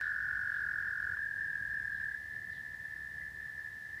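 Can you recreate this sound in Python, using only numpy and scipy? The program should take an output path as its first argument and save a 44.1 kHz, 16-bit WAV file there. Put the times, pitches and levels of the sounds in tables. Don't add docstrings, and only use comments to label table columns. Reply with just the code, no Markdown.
import sys
import numpy as np
from scipy import signal
from scipy.fft import rfft, irfft
from scipy.io import wavfile

SR = 44100
rng = np.random.default_rng(int(sys.argv[2]) if len(sys.argv) > 2 else 0)


def inscribe(sig):
    pcm = np.round(np.clip(np.atleast_2d(sig).T, -1, 1) * 32767)
    wavfile.write(sys.argv[1], SR, pcm.astype(np.int16))


N = 176400

# (frequency [Hz], relative level [dB])
RUMBLE_SPECTRUM = [(20, -47), (42, -10), (60, -6.5), (90, 1), (130, -3), (200, -10), (300, -19.5),
                   (600, -25.5), (2000, -55)]
HISS_SPECTRUM = [(30, -23), (300, 2.5), (550, -2.5), (800, 1.5), (1200, -2.5), (2400, -7.5), (3700, -5.5),
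                 (4800, -7.5), (6500, -11), (10000, -12), (15500, -13)]
# (onset [s], level [dB])
BIRD_CHIRPS = [(.005, -61.5), (.515, -64.5), (1.915, -67.5), (2.512, -62.5)]
# (time from onset [s], pitch [Hz])
CHIRP_PITCH_HZ = [(0, 5200), (.014, 4400), (.026, 3400), (.038, 3960), (.052, 3740), (.065, 3100)]
# (delay [s], gain [dB])
BANK_ECHOES = [(0.0115, -13.5), (0.0236, -21)]
# (time [s], rate [Hz])
HIGH_RATE_HZ = [(1.7, 49), (3, 47.8), (4, 46.2)]
LOW_RATE_HZ = [(0, 47.25), (.35, 47.665), (.9, 44.93), (1.17, 44.8)]
MID_RATE_HZ = [(0, 42.03), (.7, 41.7), (1.4, 41.6), (1.9, 40.05), (2.16, 32.7)]
STEADY_RATE_HZ = [(0, 36.85), (2, 37.12), (3, 36.48), (4, 36.9)]
# (time [s], level [dB])
HIGH_LEVEL_DB = [(1.7, -82), (2.2, -62), (3.2, -62), (4, -60.5)]
LOW_LEVEL_DB = [(0, -45.5), (.45, -44.5), (.8, -46.5), (1.14, -45.5)]
MID_LEVEL_DB = [(0, -42.5), (.25, -41.5), (.65, -39.5), (1.2, -40.5), (1.7, -41.5), (2.15, -41)]
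STEADY_LEVEL_DB = [(0, -41.5), (.6, -43.5), (1.3, -43), (2, -42.5), (2.25, -44.5), (2.62, -43.5),
                   (2.75, -46.5), (3.05, -44), (3.3, -46), (3.48, -43), (3.7, -46), (4, -44)]
# (frequency [x pitch], relative level [dB])
HIGH_TIMBRE = [(1, 0)]
LOW_TIMBRE = [(1, 2), (1.38, -27.5), (1.999, -40.5), (3.02, -36), (3.621, -34.5)]
MID_TIMBRE = [(1, 3), (2, -40.5), (3, -40.5)]
STEADY_TIMBRE = [(1, 1.5), (2, -41.5), (2.97, -36)]

TIME_S = np.arange(N) / SR
BINS_HZ = np.fft.rfftfreq(N, 1 / SR)


def amp(db):
    return 10 ** (np.asarray(db) / 20)


def unit_rms(x):
    return x / np.sqrt(np.mean(x ** 2) + 1e-20)


def at(curve, time_s):
    return np.interp(time_s, *np.transpose(curve))


def delayed(x, delay_s):
    return np.pad(x, (round(delay_s * SR), 0))[:N]


def drift(bandwidth_hz):
    lowpass = np.exp(-(BINS_HZ / bandwidth_hz) ** 2)
    return unit_rms(irfft(rfft(rng.standard_normal(N)) * lowpass, N))


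def noise(spectrum):
    hz, db = np.transpose(spectrum)
    gain = amp(np.interp(np.log(BINS_HZ + 1), np.log(hz), db))
    return unit_rms(irfft(rfft(rng.standard_normal(N)) * gain, N))


def background(hum_hz=63.9, swell_hz=5):
    hum_cycles = np.cumsum(hum_hz + 2 * drift(4.9)) / SR
    hum = np.sqrt(2) * np.sin(2 * np.pi * hum_cycles) * amp(-67.5 + 3 * drift(swell_hz))
    rumble = noise(RUMBLE_SPECTRUM) * amp(-60.5 + 1.6 * drift(swell_hz))
    hiss = noise(HISS_SPECTRUM) * amp(-64.5)
    return hum + rumble + hiss


def scatter(x, t60_s, echoes_per_s=2000):
    lag_s = np.arange(SR // 2) / SR
    taps = rng.standard_normal(len(lag_s))
    taps *= (rng.random(len(lag_s)) < echoes_per_s / SR) & (lag_s > .005)
    taps *= np.exp(-np.log(1000) * lag_s / t60_s)
    return signal.fftconvolve(x, taps / np.linalg.norm(taps))[:N]


def bank_echoes(x):
    return sum(amp(db) * (1 + .49 * drift(.67)) * delayed(x, delay_s) for delay_s, db in BANK_ECHOES)


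def bird(chirp_s=.065):
    song = np.zeros(N)
    for onset_s, db in BIRD_CHIRPS:
        age_s = TIME_S - onset_s
        pitch_hz = at(CHIRP_PITCH_HZ, age_s) * (1 + .09 * drift(696))
        arch = np.maximum(np.sin(np.pi * np.clip(age_s / chirp_s, 0, 1)), 0)
        song += amp(db) * np.sqrt(arch) * np.sin(2 * np.pi * np.cumsum(pitch_hz) / SR)
    return amp(-2.5) * song + amp(-1.5) * scatter(song, t60_s=.38)


def trill(rate, level, timbre, start_s, stop_s, pitch_hz, sag_hz, pulse_s,
          taper, jitter_cycles, spread_db, trim_db, roughness, detune_hz=7):
    rate_hz = at(rate, TIME_S)
    count = np.cumsum(rate_hz) / SR
    count -= np.interp(start_s, TIME_S, count)
    pulse = np.round(count).astype(int)
    offset_s = (count - pulse) / rate_hz
    sounding = (pulse >= 0) & (pulse <= np.round(np.interp(stop_s, TIME_S, count)))
    shift, size, bend, stretch = rng.standard_normal((256, 4))[pulse].T
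    width_s = pulse_s * np.exp(.098 * stretch)
    envelope = np.maximum(np.cos(np.pi * np.clip(offset_s / width_s, -.5, .5)), 0) ** taper
    envelope *= sounding * amp(spread_db * size) * (1 + roughness * drift(340))
    cycles = pitch_hz * TIME_S + jitter_cycles * shift + detune_hz * bend * offset_s
    cycles -= sag_hz * offset_s ** 2 / (2 * pulse_s)
    voice = envelope * sum(amp(db) * np.sin(2 * np.pi * ratio * cycles) for ratio, db in timbre)
    return voice / np.std(voice[sounding]) * amp(at(level, TIME_S) + trim_db)


def high_toad():
    voice = trill(HIGH_RATE_HZ, HIGH_LEVEL_DB, HIGH_TIMBRE, start_s=1.707, stop_s=4.3,
                  pitch_hz=1969, sag_hz=30, pulse_s=.013, taper=1.2,
                  jitter_cycles=.34, spread_db=4.5, trim_db=-1, roughness=.14)
    return voice + amp(-2.5) * scatter(voice, t60_s=.25)


def low_toad(last_pulse_s=1.172):
    voice = trill(LOW_RATE_HZ, LOW_LEVEL_DB, LOW_TIMBRE, start_s=.0157, stop_s=1.138,
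                  pitch_hz=1499.4, sag_hz=49.4, pulse_s=.00994, taper=.71,
                  jitter_cycles=.2, spread_db=-.5, trim_db=3.5, roughness=.067)
    offset_s = TIME_S - last_pulse_s
    last_pulse = np.exp(-abs(offset_s) / .00062) * np.sin(2 * np.pi * 1480 * offset_s)
    return voice + amp(-33) * last_pulse


def mid_toad():
    return trill(MID_RATE_HZ, MID_LEVEL_DB, MID_TIMBRE, start_s=.0219, stop_s=2.153,
                 pitch_hz=1651, sag_hz=11, pulse_s=.013, taper=.89,
                 jitter_cycles=.2, spread_db=.5, trim_db=-.5, roughness=.024)


def steady_toad(double_s=.01207, double_db=4.5):
    voice = trill(STEADY_RATE_HZ, STEADY_LEVEL_DB, STEADY_TIMBRE, start_s=.00208, stop_s=4,
                  pitch_hz=1755, sag_hz=20, pulse_s=.01204, taper=.7,
                  jitter_cycles=.16, spread_db=1.5, trim_db=-5, roughness=.059)
    return voice - amp(double_db + 1.7 * drift(22)) * delayed(voice, double_s)


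def scene():
    toads = low_toad() + mid_toad() + steady_toad()
    echoes = bank_echoes(toads) + amp(-15) * scatter(toads, t60_s=1)
    return (toads + echoes + high_toad() + background() + bird())[None]


def record(dry):
    fade_s, cutoff_hz = .004, 15450
    edge_s = np.minimum(TIME_S, TIME_S[::-1])
    fade = np.sin(np.pi / 2 * np.minimum(edge_s / fade_s, 1)) ** 2
    lowpass = signal.firwin(511, cutoff_hz, window=("kaiser", 9), fs=SR)
    return signal.oaconvolve(dry * fade, lowpass[None], "same")


dry = scene()
out = record(dry)
inscribe(out)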